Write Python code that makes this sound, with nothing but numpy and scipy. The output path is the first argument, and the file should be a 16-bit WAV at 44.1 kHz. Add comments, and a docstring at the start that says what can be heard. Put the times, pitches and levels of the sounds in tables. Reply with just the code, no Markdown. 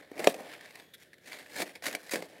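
"""Pulling a cabbage in an open field

Leaves rub, crackle and tear in a series of pulls; early on, the stem breaks with one hollow crack.
Snapping ribs are crisp bursts that ring their leaf and knock the dense head. Soft ticks, a faint
squeak and a few bright flicks fill the gaps. Foliage and field scatter it all over a bed of quiet air."""
import sys
import numpy as np
from scipy import signal
from scipy.fft import rfft, irfft, next_fast_len
from scipy.io import wavfile
from scipy.ndimage import uniform_filter1d

SR = 44100
rng = np.random.default_rng(int(sys.argv[2]) if len(sys.argv) > 2 else 0)


def log_audio(samples):
    """Write samples as a 16-bit WAV file to the path given in sys.argv[1]."""
    # one column per channel
    frames = np.atleast_2d(samples).T
    # limit to full scale, then quantise
    limited = np.clip(frames, -1, 1)
    pcm = np.round(limited * 32767).astype(np.int16)
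    wavfile.write(sys.argv[1], SR, pcm)


N = 105840

# pulls on the leaves: peak_s, rise_s, fall_s, crackle_db, knock_db, treble_db
LEAF_PULLS = [(0.013, 0.16, 0.16, -55.5, -56.5, -8.5), (0.135, 0.05, 0.059, -58.5, -53, -5.5),
              (0.199, 0.062, 0.14, -46, -39, -3), (0.237, .08, 0.21, -44, -39.5, -3.5),
              (0.295, 0.058, 0.048, -44, -54, 6), (0.391, 0.12, 0.23, -56.5, -47.5, 0.5),
              (0.53, .24, 0.13, -47, -55.5, -8), (0.652, 0.089, 0.056, -49.5, -57.5, -8),
              (0.785, 0.25, 0.14, -53, -58.5, -4.5), (1.016, 0.058, 0.079, -56, -81, 1),
              (1.284, 0.074, 0.053, -48.5, -57, -2.5), (1.335, 0.06, 0.092, -41.5, -50, -6),
              (1.4, 0.13, 0.38, -55, -60, -3), (1.606, .105, 0.032, -36.5, -40, 0.5),
              (1.625, 0.032, 0.018, -36, -33.5, 0.5), (1.67, 0.095, 0.12, -50, -50.5, -2),
              (1.757, 0.017, 0.024, -44, -50.5, -5.5), (1.84, 0.019, 0.0316, -39.5, -53, -1.5),
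              (1.866, 0.042, 0.063, -37, -39.5, 2), (1.936, 0.056, 0.085, -46.5, -44.5, -6.5),
              (2.029, .18, 0.76, -54, -60, -1.5), (2.112, 0.0055, 0.065, -37.5, -47, 5.5),
              (2.139, 0.024, 0.032, -35.5, -35.5, 0), (2.164, 0.0085, 0.14, -46.5, -40.5, -2.5),
              (2.355, 0.14, 0.19, -57.5, -55.5, -12)]
# ribs that snap: start_s, crack_db, knock_db, leaf_ring_hz, head_pitch_ratio
RIB_SNAPS = [(0.1143, -49.5, -39, 1870, .66), (0.1928, -34.5, -33, 2380, .76), (0.2015, -40, -35, 2780, .8),
             (0.2423, -25.5, -30, 2090, 0.87), (0.342, -38.5, -40.5, 2560, 1.0),
             (1.5634, -35, -40.5, 1710, 0.98), (1.6, -49, -31.5, 1770, 1.06),
             (1.6188, -26, -44, 2260, 0.89), (1.8224, -40.5, -46.5, 1840, 1.15),
             (1.856, -30, -49, 1850, 1.8), (1.8655, -24.5, -48, 1880, 0.97),
             (1.8817, -31, -36.5, 2270, 0.93), (1.927, -34.5, -55, 1770, 1.0),
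             (1.9492, -25, -34, 2290, 1.017), (2.1345, -29, -26.5, 1960, 0.72),
             (2.156, -26.5, -31.5, 1680, 0.78), (2.2227, -37, -35.5, 2082, 0.94)]
# leaves that catch and slip: start_s, level_db, leaf_ring_hz
LEAF_TICKS = [(0.178, -40, 2250), (0.5364, -41, 2370), (0.6089, -42.5, 1800), (0.6563, -43, 1770),
              (0.688, -50.5, 2200), (0.7068, -45.5, 2110), (0.7547, -39.5, 1950), (0.7978, -44.5, 3590),
              (1.1312, -45.5, 1770), (1.139, -49.5, 2010), (1.1817, -54, 1750), (1.32, -45, 1680),
              (1.3865, -41, 1970), (1.4617, -46.5, 1820), (1.6928, -43, 1985), (1.9106, -35.5, 2510),
              (2.0937, -36, 2000)]
# the stem giving way: start_s, crack_db, knock_db
STEM_BREAK = (0.2711, -14.5, -10)
# a faint squeak: start_s, length_s, pitch_hz
THIN_SQUEAK = (0.77, 0.2, 3362)
# a stiff leaf edge flicking over another: start_s, level_db
EDGE_FLICKS = [(0.9355, -49), (0.9385, -44), (0.9426, -42), (0.9488, -46.5)]
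# resonances of the dense head: pitch_hz, level_db, t60_s
HEAD_MODES = [(246, -19, 0.066), (337, -17.5, .05), (456, -2, 0.033), (587, 7, 0.02), (700, -4, 0.025),
              (920, -6.5, 0.02), (1228, -12, 0.026)]
# EQ curves of air, tearing leaf, shuddering stalk, stem crack and flicks: frequency_hz, relative_db
AIR_EQ = [(48, -26), (85, -1.5), (560, -0.5), (1050, -23), (1750, -3.5), (2500, -16.5), (3600, -9.5),
          (5900, -26), (11700, -23), (16000, -27.5)]
TEAR_EQ = [(100, -40.5), (500, -9), (1000, -9), (1300, -10.5), (1750, -2), (2250, -1.5), (2900, -7.5),
           (3600, -6.5), (4600, -7), (5600, -10.5), (11000, -11.5), (16000, -21)]
SHUDDER_EQ = [(45, -38), (130, -13), (280, 1), (600, -11.5), (2000, -36)]
STEM_EQ = [(100, -44), (700, -5), (1300, -3), (1950, -9), (2500, 3), (3000, -4.5), (3700, -1.5),
           (4400, -10), (6400, -14), (12000, -19.5), (16000, -24.5)]
FLICK_EQ = [(100, -44.5), (1050, -26), (1650, 2.5), (2700, -10.5), (3550, 7.5), (4500, -11), (8500, -16.5),
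            (11500, -7.5), (16000, -24)]

PULL_RANGE_DB = 22  # a pull swells this far in rise_s and drops this far in fall_s
FIBRES_PER_S, QUIET_RUB_DB, DOUBLING_DB = 900, -54.5, 13  # the rate doubles per step above a quiet rub
CRACK_ENERGY, KNOCK_ENERGY = 90, 200  # sums of squared samples


def amp(db):
    """Decibels to gain."""
    return 10 ** (np.asarray(db) / 20)


def unit_rms(x):
    """Scales to rms 1."""
    return x / np.sqrt(np.mean(x ** 2) + 1e-20)


def with_energy(x, energy=1):
    """Scales to a given sum of squares."""
    return x / np.linalg.norm(x) * np.sqrt(energy)


def add(mix, start_s, sound):
    """Lays a sound into the mix."""
    part = mix[max(round(start_s * SR), 0):][:len(sound)]
    part += sound[:len(part)]


def equalise(x, curve, size=4096):
    """Minimum-phase EQ of unit energy: shapes the tone and keeps attacks crisp."""
    hz, db = np.transpose(curve)
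    bin_hz = abs(np.fft.fftfreq(size, 1 / SR)) + 1
    log_gain = np.log(amp(np.interp(np.log(bin_hz), np.log(hz), db)))
    taps = np.fft.ifft(np.exp(np.conj(signal.hilbert(log_gain)))).real[:size // 2]
    return signal.oaconvolve(x, with_energy(taps))[:len(x)]


def treble_shelf(x, db, corner_hz=4100):
    """Brightens or dulls the top end."""
    hz = np.fft.rfftfreq(len(x), 1 / SR)
    shelf = 1 - 1 / (1 + (hz / corner_hz) ** 4)
    return irfft(rfft(x) * amp(db * shelf), len(x))


def wander(t, step_s=0.01209):
    """A quick random modulator of roughly unit size."""
    return np.interp(t - t[0], np.arange(400) * step_s, rng.standard_normal(400))


def field_air():
    """A steady bed of soft, low noise."""
    return amp(-64.5) * unit_rms(equalise(rng.standard_normal(N), AIR_EQ))


def cell_burst(rise_s, decay_s):
    """A run of cells pops in one tiny burst of noise."""
    t = np.arange(1024) / SR
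    envelope = (1 - np.exp(-(t / rise_s) ** 2)) * np.exp(-t / decay_s)
    return with_energy(rng.standard_normal(len(t)) * envelope, CRACK_ENERGY)


def fibre_pop(low_hz=1545, high_hz=2585, width_hz=250):
    """One fibre parts, and the leaf around it rings at a pitch of its own."""
    pop = cell_burst(rise_s=0.00016, decay_s=0.0016)
    hz = low_hz * (high_hz / low_hz) ** (rng.random() ** 2)
    ring = signal.lfilter(*signal.iirpeak(hz, hz / width_hz, SR), pop)
    return with_energy(pop + amp(0.5) * ring)


def head_knock(pitch_ratio, lag_s=0.0016, rise_s=0.00075, low_cut_hz=215.4):
    """The dense head rings briefly in its low modes, just behind the crack."""
    t = np.maximum(np.arange(4096) / SR - lag_s, 0)
    modes = sum(amp(db - 60 * t / t60) * np.sin(2 * np.pi * hz * pitch_ratio * t)
                for hz, db, t60 in HEAD_MODES)
    attack = 1 - np.exp(-t / rise_s)
    low_cut = signal.butter(3, low_cut_hz, "high", fs=SR, output="sos")
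    return with_energy(signal.sosfilt(low_cut, modes * attack), KNOCK_ENERGY)


def parting_fibres(t, envelope_db, crackle_db):
    """Fibres part as random impulses, denser the harder the pull, in clumps as leaves catch and slip."""
    chance, strength, polarity = rng.random((3, len(t)))
    effort_db = np.maximum(crackle_db + envelope_db - QUIET_RUB_DB, 0)
    rate = FIBRES_PER_S * 2 ** (effort_db / DOUBLING_DB)
    spread_db = -1.5 * np.log(strength + 0.018)
    impulses = (chance < rate / SR) * amp(spread_db) * np.sign(polarity - 0.5)
    running_rms = np.sqrt(abs(uniform_filter1d(impulses ** 2, 1100)) + 1e-4)
    clump_depth_db = 2.5 * np.minimum(1, amp(QUIET_RUB_DB - crackle_db)) ** 0.5  # hard pulls run smoother
    return impulses / running_rms * amp(envelope_db + clump_depth_db * wander(t))


def pull(peak_s, rise_s, fall_s, crackle_db, knock_db, treble_db, voices=6, loosening_per_s=0.072):
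    """One swell of fibres crackles, knocks the head and shakes the stalk; returns start_s and sound."""
    t = np.arange(-rise_s, 2 * fall_s + 0.039, 1 / SR)
    envelope_db = -PULL_RANGE_DB * np.maximum(-t / rise_s, t / fall_s)
    fibres = parting_fibres(t, envelope_db, crackle_db)
    voice_of_fibre = rng.integers(voices, size=len(t))
    crackle, body = np.zeros((2, next_fast_len(len(t))))
    for voice, detune in enumerate(np.linspace(-0.3, 0.3, voices)):
        hits = fibres * (voice_of_fibre == voice)
        pitch_ratio = np.exp(detune - loosening_per_s * peak_s)  # the head rings lower as it comes free
        add(crackle, 0, signal.fftconvolve(hits, fibre_pop()))
        add(body, 0, signal.fftconvolve(hits, with_energy(head_knock(pitch_ratio))))
    crackle = treble_shelf(equalise(crackle, TEAR_EQ), treble_db)
    sound = amp(crackle_db) * crackle + amp(knock_db) * body
    shudder = amp(knock_db - 11) * equalise(fibres, SHUDDER_EQ)
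    add(sound, 0, shudder)
    start_s = peak_s - rise_s
    return max(start_s, 0), sound[max(round(-start_s * SR), 0):]


def tearing():
    """Overlapping pulls rub and tear the leaves."""
    out = np.zeros(N)
    for row in LEAF_PULLS:
        add(out, *pull(*row))
    return out


def leaf_crack(rise_s, decay_s, ring_hz, ring_db, ring_decay_s=0.0028):
    """A burst of popping cells rings the piece of leaf that holds them."""
    burst = equalise(cell_burst(rise_s, decay_s), TEAR_EQ)
    t = np.arange(len(burst)) / SR
    envelope = (1 - np.exp(-(t / rise_s) ** 2)) * np.exp(-t / ring_decay_s)
    ring = np.sin(2 * np.pi * ring_hz * t) * envelope
    return with_energy(unit_rms(burst) + amp(ring_db) * unit_rms(ring), CRACK_ENERGY)


def rib_snaps():
    """Each rib cracks, rings its leaf and knocks the head."""
    out = np.zeros(N)
    for start_s, crack_db, knock_db, ring_hz, pitch_ratio in RIB_SNAPS:
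        crack = leaf_crack(rise_s=0.0008, decay_s=0.0038, ring_hz=ring_hz, ring_db=-2)
        add(out, start_s, amp(crack_db) * crack)
        add(out, start_s, amp(knock_db) * head_knock(pitch_ratio))
    return out


def leaf_ticks():
    """Leaves slip over each other with soft, dull ticks that leave the head still."""
    out = np.zeros(N)
    for start_s, level_db, ring_hz in LEAF_TICKS:
        tick = leaf_crack(rise_s=0.001, decay_s=0.0032, ring_hz=ring_hz, ring_db=-1.5)
        add(out, start_s, amp(level_db) * tick)
    return treble_shelf(out, db=-5)


def stem_break():
    """The big hit: the thick stem breaks and sets the whole head ringing."""
    start_s, crack_db, knock_db = STEM_BREAK
    crack, body = np.zeros((2, N))
    add(crack, start_s, amp(crack_db) * cell_burst(rise_s=0.00093, decay_s=0.0027))
    add(body, start_s, amp(knock_db) * head_knock(pitch_ratio=0.96))
    return equalise(crack, STEM_EQ) + body


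def squeak(harmonics_db=(-66, -75, -82, -71), waver=0.0025):
    """A faint, thin squeak swells and fades on a slightly wavering pitch."""
    start_s, length_s, pitch_hz = THIN_SQUEAK
    t = np.arange(0, length_s, 1 / SR)
    phase = 2 * np.pi * np.cumsum(pitch_hz * (1 + waver * wander(t))) / SR
    tone = sum(amp(db) * np.sin(k * phase) for k, db in enumerate(harmonics_db, 1))
    envelope = np.sin(np.pi * t / length_s) ** 0.5 * np.exp(-t / length_s)
    out = np.zeros(N)
    add(out, start_s, tone * envelope)
    return out


def edge_flicks():
    """A stiff leaf edge flicks over another in a quick run of thin, bright ticks."""
    out = np.zeros(N)
    for start_s, level_db in EDGE_FLICKS:
        add(out, start_s, amp(level_db) * cell_burst(rise_s=0.0008, decay_s=0.0038))
    return equalise(out, FLICK_EQ)


def scatter(x, t60_s, predelay_s):
    """Many weak echoes blend into a dying tail."""
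    t = np.arange(SR) / SR
    fade_in = np.clip(t / predelay_s - 1, 0, 1)
    tail = rng.standard_normal(SR) * amp(-60 * t / t60_s) * fade_in
    return signal.fftconvolve(x, with_energy(tail))[:N]


def scene(field_top_hz=1810):
    """The mono mix: dry plant, tight foliage echoes, a dark tail from the field, and air."""
    plant = stem_break() + rib_snaps() + leaf_ticks() + edge_flicks() + squeak() + tearing()
    foliage = treble_shelf(scatter(plant, t60_s=0.075, predelay_s=0.0031), db=-3)
    high_cut = signal.butter(2, field_top_hz, fs=SR, output="sos")
    field = signal.sosfilt(high_cut, scatter(plant, t60_s=0.9, predelay_s=0.016))
    return (plant + amp(-13) * foliage + amp(-25) * field + field_air())[None]


def record(dry, top_hz=15900):
    """A steep high cut across the whole mix."""
    high_cut = signal.firwin(401, top_hz, window=("kaiser", 8), fs=SR)
    return signal.oaconvolve(dry, high_cut[None], "same")


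dry = scene()
out = record(dry)
log_audio(out)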